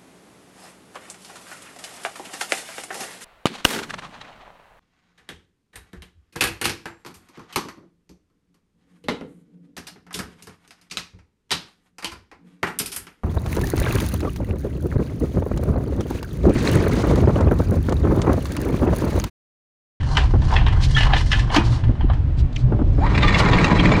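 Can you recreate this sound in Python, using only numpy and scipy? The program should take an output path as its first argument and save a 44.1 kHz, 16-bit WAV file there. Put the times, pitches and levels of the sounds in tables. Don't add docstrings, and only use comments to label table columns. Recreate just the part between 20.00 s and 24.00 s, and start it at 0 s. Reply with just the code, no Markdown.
import sys
import numpy as np
from scipy import signal
from scipy.fft import rfft, irfft
from scipy.io import wavfile
from scipy.ndimage import uniform_filter1d

SR = 44100
rng = np.random.default_rng(int(sys.argv[2]) if len(sys.argv) > 2 else 0)


def transcribe(u):
    v = np.clip(np.atleast_2d(u).T, -1, 1)
    q = np.round(v * 32767).astype(np.int16)
    wavfile.write(sys.argv[1], SR, q)


N = 176400
TIME_S = np.arange(N) / SR
RING_N = SR // 2
RING_S = np.arange(RING_N) / SR


def amp(db):
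    return 10 ** (np.asarray(db) / 20)


def unit_rms(x):
    return x / np.sqrt(np.mean(x ** 2) + 1e-20)


def envelope(times_s, levels_db, fade_db_per_s=0):
    outside_s = np.maximum(times_s[0] - TIME_S, 0) + np.maximum(TIME_S - times_s[-1], 0)
    return amp(np.interp(TIME_S, times_s, levels_db) - fade_db_per_s * outside_s)


def decay(t60_s):
    return np.exp(-np.log(1000) * RING_S / max(t60_s, 1e-3))


def swell(centre_s, sigma_s):
    return np.exp(-0.5 * ((TIME_S - centre_s) / sigma_s) ** 2)


def drift(rate_hz):
    return np.interp(TIME_S * rate_hz, np.arange(4000), rng.standard_normal(4000))


def noise(spectrum, size, band_hz=(10, SR / 2)):
    hz = np.maximum(np.arange(size // 2 + 1) * SR / size, 1)
    freq_hz, level_db = np.transpose(spectrum)
    shape = amp(np.interp(np.log(hz), np.log(freq_hz), level_db))
    passband = 1 / np.sqrt((1 + (band_hz[0] / hz) ** 12) * (1 + (hz / band_hz[1]) ** 12))
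    return unit_rms(irfft(rfft(rng.standard_normal(size)) * passband * shape, size))


def add(out, start_s, sound):
    start = int(np.clip(start_s * SR, 0, N - 1))
    out[start:start + len(sound)] += sound[:N - start]


def ringing(modes, spread_db, detune):
    out = 0
    for pitch_hz, level_db, t60_s in modes:
        gain = amp(level_db + spread_db * rng.standard_normal())
        hz = pitch_hz * (1 + detune * rng.standard_normal())
        out += gain * np.sin(2 * np.pi * (hz * RING_S + rng.random())) * decay(t60_s)
    return out


def contact(spectrum, modes, band_hz, crack_t60_s, tail_db, tail_t60_s, ring_db, attack_s=0.002):
    grid_hz = np.arange(200, 16000, 170)
    freq_hz, level_db = np.transpose(spectrum)
    link_db = np.interp(np.log(grid_hz), np.log(freq_hz), level_db)
    link_db += 4.5 * rng.standard_normal(len(grid_hz))
    crack = noise(np.c_[grid_hz, link_db], RING_N, band_hz) * decay(crack_t60_s)
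    tail = noise(spectrum, RING_N, band_hz) * amp(tail_db) * decay(tail_t60_s)
    in_band = [mode for mode in modes if band_hz[0] <= mode[0] < band_hz[1]]
    ring = amp(ring_db) * ringing(in_band, spread_db=3, detune=0.01)
    return (crack + tail + ring) * np.minimum(RING_S / attack_s, 1)


EDGES_HZ = (400, 1400, 4800, 14000)


def blows(hits, strike, trim_db, graze_db, graze_s):
    out = np.zeros(N)
    lead_n, touches_per_s = 4000, 500
    for start_s, level_db, low_db, high_db in hits:
        graze = amp(graze_db) * np.exp(-np.abs(TIME_S - start_s) / graze_s) * (TIME_S < start_s)
        first = max(int(start_s * SR) - lead_n, 0)
        for k, band_db in enumerate((low_db, 0, high_db)):
            impact = amp(level_db + band_db + trim_db[k]) * strike(EDGES_HZ[k:k + 2])
            add(out, start_s, impact)
            touches = (rng.random(lead_n) < touches_per_s / SR) * rng.choice([-1, 1], lead_n)
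            add(out, first / SR, signal.fftconvolve(touches * graze[first:first + lead_n], impact))
    return out


def rattle(curve, strike, hits_per_s, spread_db, trim_db, links):
    times_s, *bands_db = np.transpose(curve)
    hits = rng.random(N) < hits_per_s / SR
    clicks = hits * amp(spread_db * np.minimum(rng.exponential(1, N), 3)) * rng.choice([-1, 1], N)
    link = rng.integers(0, links, N)
    out = 0
    for k, band_db in enumerate(bands_db):
        rings = sum(signal.oaconvolve(clicks * (link == j), strike(EDGES_HZ[k:k + 2]))[:N]
                    for j in range(links))
        running_rms = np.sqrt(np.abs(uniform_filter1d(rings ** 2, size=3500)) + 1e-6)
        out += rings / running_rms * envelope(times_s, band_db + trim_db[k], fade_db_per_s=66.5)
    return out


def glide(curve, jitter, jitter_hz, octave_db):
    times_s, pitch_hz, level_db = np.transpose(curve)
    rough_hz = np.interp(TIME_S, times_s, pitch_hz) * (1 + jitter * drift(jitter_hz))
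    phase = 2 * np.pi * np.cumsum(rough_hz) / SR
    tone = np.sin(phase) + amp(octave_db) * np.sin(2 * phase)
    return envelope(times_s, level_db, fade_db_per_s=1019) * tone


# freq_hz, level_db
WIND_SPECTRUM = [(15, -3.5), (38, 3.5), (75, 0), (107, -2), (134, -3.5), (179, -20), (231, -26.5),
                 (296, -23), (355, -31), (420, -29), (550, -46.5), (920, -120)]
# time_s, level_db
GUSTS = [(0, -17.5), (.35, -13.5), (1.05, -15.5), (1.6, -19), (1.68, -14), (1.79, -21), (1.88, -13),
         (1.96, -24.5), (2.04, -13), (2.3, -19), (2.45, -13), (2.5, -25.5), (2.59, -20.5), (2.68, -14.5),
         (4, -20.5)]


def wind():
    return noise(WIND_SPECTRUM, N, band_hz=(12, 380)) * envelope(*np.transpose(GUSTS))


# freq_hz, level_db
SEA_SPECTRUM = [(120, -30.5), (200, 1), (356, -14.5), (494, -20), (593, -18.5), (3300, -36.5), (4130, -41),
                (10200, -61.5), (13300, -100)]


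def sea():
    return noise(SEA_SPECTRUM, N, band_hz=(220, 12000)) * amp(-39)


# pitch_hz, width_hz, level_db
HULL_MODES = [(117, 34, 1.5), (178.4, 17, 4.5), (264.3, 17, -9.5), (308.8, 34, -3), (414, 55, -11.5),
              (581.7, 16, -12.5)]
# time_s, level_db
DRUM_LEVELS = [(0, -38), (1.7, -35.5), (2.55, -48.5), (2.72, -23.5), (2.95, -32), (3.1, -21.5),
               (3.35, -19.5), (3.7, -16)]


def hull_drumming(bumps_per_s=400):
    hull = 0
    for pitch_hz, width_hz, level_db in HULL_MODES:
        bumps = (rng.random(N) < bumps_per_s / SR) * rng.standard_normal(N)
        resonator = signal.iirpeak(pitch_hz, pitch_hz / width_hz, fs=SR)
        hull += amp(level_db) * unit_rms(signal.lfilter(*resonator, bumps + 1e-18))
    bandpass = signal.butter(2, [90, 800], "band", fs=SR, output="sos")
    return envelope(*np.transpose(DRUM_LEVELS)) * unit_rms(signal.sosfilt(bandpass, hull))


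# freq_hz, level_db
WINDLASS_SPECTRUM = [(240, -41), (400, 4), (532, -7), (593, 0.5), (890, 5), (1300, -3), (1750, 3.5),
                     (2180, -4), (3060, -0.5), (4470, -13.5), (7280, -29), (10200, -41), (13300, -58),
                     (22000, -120)]
# pitch_hz, level_db, t60_s
WINDLASS_RING = [(660, -11.5, 0.067), (777, -8, 0.27), (911, -9, 0.19), (1009, -2.5, 0.11),
                 (1750, -1.5, 0.11), (2008, -11, 0.054), (2980, -10.5, 0.11), (3320, -14.5, 0.059),
                 (7160, -21, .07)]


def windlass_contact(band_hz):
    return contact(WINDLASS_SPECTRUM, WINDLASS_RING, band_hz,
                   crack_t60_s=0.052, tail_db=-10, tail_t60_s=0.24, ring_db=-6.5)


# time_s, low_db, mid_db, high_db
SLIDE_LEVELS = [(0, -45.5, -38.5, -54.5), (.12, -33, -48, -40.5), (.24, -32, -49, -46.5),
                (.39, -54, -54, -59), (.44, -43, -46.5, -47), (.53, -30, -41, -42.5), (.65, -45, -52, -55),
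                (.69, -33.5, -34, -47), (.78, -35, -44.5, -51.5), (.92, -45.5, -42, -40.5),
                (1.03, -30.5, -27, -33.5), (1.1, -26, -37.5, -48), (1.19, -31.5, -32.5, -39.5),
                (1.28, -49, -46.5, -43.5), (1.39, -35, -44, -43), (1.47, -40.5, -53, -59),
                (1.57, -20.5, -20.5, -27.5), (1.63, -33.5, -51, -78), (1.75, -36, -49, -52),
                (1.83, -49.5, -50, -58), (2.1, -46.5, -58.5, -79)]


def chain_sliding():
    return rattle(SLIDE_LEVELS, windlass_contact, hits_per_s=400, spread_db=5.5,
                  trim_db=(-1, -1, -1), links=5)


# start_s, level_db, low_vs_mid_db, high_vs_mid_db
CLANK_HITS = [ (0.169, -4.5, -10.5, -13), (0.178, -15, 3.5, -24), (0.418, -29.5, 7, -6),
              (0.505, -27.5, 8.5, -16), (0.525, -24.5, 12.5, -22), (0.537, -21.5, 7, -6),
              (0.563, -7, -12, -30), (0.612, -24, 6, -28), (0.664, -13, -3, -22), (0.966, -7, -14, -16.5),
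              (0.98, -11, -15, -17), (1.006, -7, -7, -21), (1.031, -17, -5, -11), (1.134, -7.5, -3.5, -22),
              (1.163, -14, -18, -24), (1.316, -7, -23, -11.5), (1.329, -6, -12, -23),
              (1.393, -16.5, -17, -6.5), (1.5, -21.5, 2, -25), (1.544, -11, 0.5, -8),
              (1.562, -6.5, -4.5, -10.5), (1.837, -28.5, 1.5, -24), (2.008, -26.5, 1, -30),
              (2.098, -26, 11, -26), (2.133, -29.5, -8, -10.5)]


def windlass_clanks():
    return blows(CLANK_HITS, windlass_contact, trim_db=(-6, -7, -7), graze_db=-13, graze_s=0.0077)


# freq_hz, level_db
DECK_SPECTRUM = [(100, -71), (200, 11), (300, 8), (450, -4), (800, -15.5), (1500, -27.5), (6000, -75)]
# start_s, level_db, t60_s, treble_db
DECK_HITS = [(0.337, -13, 0.057, 11), (0.353, -18, 0.059, 12), (1.582, -17, 0.24, -12),
             (1.891, -20, 0.13, 5), (2.043, -19, 0.059, -22), (2.721, -13, 0.1, 7.5), (2.79, -17, 0.11, 9),
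             (2.815, -13, 0.081, 0.5), (2.978, -19, 0.16, 8.5), (3.714, -14.5, 0.12, 13)]


def deck_thumps():
    out = np.zeros(N)
    for start_s, level_db, t60_s, treble_db in DECK_HITS:
        spectrum = [(hz, db + treble_db * np.clip(np.log2(hz / 350), 0, 1)) for hz, db in DECK_SPECTRUM]
        thud = noise(spectrum, RING_N) * decay(t60_s) * (1 - decay(0.0068))
        add(out, start_s, amp(level_db) * thud)
    return out


# centre_s, pitch_hz, level_db
HULL_BOOMS = [(0.355, 88.15, -10.5), (1.722, 118.4, -11), (1.885, 107.7, -15), (2.652, 123.7, -8.5)]


def hull_booms(sigma_s=0.019):
    out = 0
    for centre_s, pitch_hz, level_db in HULL_BOOMS:
        tone = np.sin(2 * np.pi * (pitch_hz * TIME_S + rng.random()))
        out += amp(level_db) * swell(centre_s, sigma_s) * tone
    return out


# centre_s, sigma_s, level_db; the very short swell at 2.531 s is a tick just before the squeak
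LINK_SCRAPES = [(0.841, 0.016, -28.5), (1.186, 0.017, -33.5), (1.659, 0.015, -38.5), (1.733, 0.036, -39.5),
                (2.396, 0.013, -44), (2.531, .003, -48.5), (2.594, 0.024, -48.5), (3.394, 0.011, -23.5)]


def link_scrapes():
    swells = sum(amp(db) * swell(centre_s, sigma_s) for centre_s, sigma_s, db in LINK_SCRAPES)
    spectrum = [(1500, -6), (4200, 1.5), (7500, -12), (11000, -26), (15000, -42)]
    grit = noise(spectrum, N, band_hz=(1500, 14000))
    return grit * swells * amp(drift(rate_hz=400))


# start_s, pitch_hz, level_db, t60_s
LINK_CHIMES = [(0.948, 3280, -15, 0.096), (0.962, 1760, -18.5, 0.26), (0.977, 2980, -20, 0.15),
               (1.005, 2850, -20, 0.1), (3.146, 2330, -20.5, 0.07), (3.234, 1195, -17, 0.23),
               (3.274, 3470, -17.5, 0.082), (3.789, 2465, -20, .08), (3.856, 2430, -20, 0.089),
               (3.92, 2285, -13, 0.05), (3.923, 7000, -31, 0.051), (3.951, 2370, -12.5, 0.041)]


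def link_chimes():
    out = np.zeros(N)
    for start_s, pitch_hz, level_db, t60_s in LINK_CHIMES:
        note = np.sin(2 * np.pi * pitch_hz * RING_S) * decay(t60_s) * (1 - decay(0.011))
        add(out, start_s, amp(level_db) * note)
    return out


# pitch_hz, level_db, t60_s
MOUNT_MODES = [(296.5, -1, 0.079), (334, -20, 0.41), (900, -18.5, 0.27), (1243, -11, 0.1), (2310, -27, .22),
               (2490, -25, .2)]


def heavy_clunk(start_s=1.563):
    out = np.zeros(N)
    crack = noise([(3300, 0), (7500, -19), (14000, -57)], RING_N) * decay(0.035)
    ring = ringing(MOUNT_MODES, spread_db=1.5, detune=0) * (1 - decay(0.039))
    add(out, start_s, ring + amp(-14) * crack)
    return out


# time_s, pitch_hz, level_db
SQUEAK_GLIDE = [(2.559, 3670, -44), (2.564, 3080, -23.5), (2.568, 2280, -29), (2.576, 2150, -42)]


def squeak():
    return glide(SQUEAK_GLIDE, jitter=0.16, jitter_hz=1500, octave_db=-10.5)


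# freq_hz, level_db
ROLLER_SPECTRUM = [(240, -28.5), (400, 0), (593, -15), (670, -16.5), (832, -8.5), (1230, -13.5), (2270, -1),
                   (3060, -11.5), (4010, -13), (6100, -30), (7180, -29), (10200, -50), (13300, -76),
                   (22000, -120)]
# pitch_hz, level_db, t60_s
ROLLER_RING = [(840, 0, 0.13), (991.6, -2.5, 0.19), (1127, -2.5, 0.15), (1830, -1, 0.18),
               (2216, -7.5, 0.087), (3450, -5, 0.067), (3950, -11.5, 0.15), (5100, -7, 0.16),
               (7100, -16, 0.058)]


def roller_contact(band_hz):
    return contact(ROLLER_SPECTRUM, ROLLER_RING, band_hz,
                   crack_t60_s=0.081, tail_db=-22, tail_t60_s=0.15, ring_db=-9)


# time_s, low_db, mid_db, high_db
RUN_LEVELS = [(2.97, -64, -58, -60), (3.07, -28, -31, -51), (3.13, -32.5, -38.5, -49),
              (3.24, -28, -26, -44.5), (3.42, -22.5, -28, -40), (3.7, -25, -29, -43), (4, -25, -31, -43)]


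def chain_running():
    return rattle(RUN_LEVELS, roller_contact, hits_per_s=220, spread_db=2,
                  trim_db=(-0.5, -1, -0.5), links=6)


# time_s, pitch_hz, level_db
SPIN_GLIDE = [(3.0, 586.5, -36), (3.02, 772, -24), (3.042, 909, -17), (3.062, 1068, -26.5),
              (3.09, 1320, -33), (3.14, 1500, -43)]


def roller_spin():
    return glide(SPIN_GLIDE, jitter=0.1, jitter_hz=1000, octave_db=-17.5)


# start_s, level_db, low_vs_mid_db, high_vs_mid_db
KNOCK_HITS = [(3.1491, -18.5, -1, -17), (3.1767, -10, -5, -18), (3.229, -7.5, -8, -21),
              (3.2795, -7.5, -26, -16.5), (3.3438, -6.5, -18, -20), (3.4004, -10.5, 1, -29),
              (3.458, -14, 4, -25), (3.5309, -8, -1.5, -30), (3.5844, -8.5, -0.5, -21),
              (3.6431, -9.5, 0.5, -11), (3.713, -16, 9.5, -29), (3.7944, -8.5, -17, -33),
              (3.8541, -8, -17, -21), (3.9165, -13, 4.5, -17), (3.9509, -15.5, -6, -29)]


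def roller_knocks():
    return blows(KNOCK_HITS, roller_contact, trim_db=(-7, -8, -7), graze_db=-13.5, graze_s=0.02)


def scene():
    metal = squeak() + windlass_clanks() + heavy_clunk() + chain_sliding()
    metal += roller_knocks() + chain_running() + link_chimes() + roller_spin() + link_scrapes()
    boat = deck_thumps() + hull_drumming() + hull_booms()
    return (metal + boat + wind() + sea())[None]


def record(dry):
    ceiling, stopband_hz = 0.95, 15000
    rounded = dry / (1 + np.abs(dry / ceiling) ** 6) ** (1 / 6)
    return signal.sosfilt(signal.cheby2(12, 70, stopband_hz, fs=SR, output="sos"), rounded)


dry = scene()
out = record(dry)
transcribe(out)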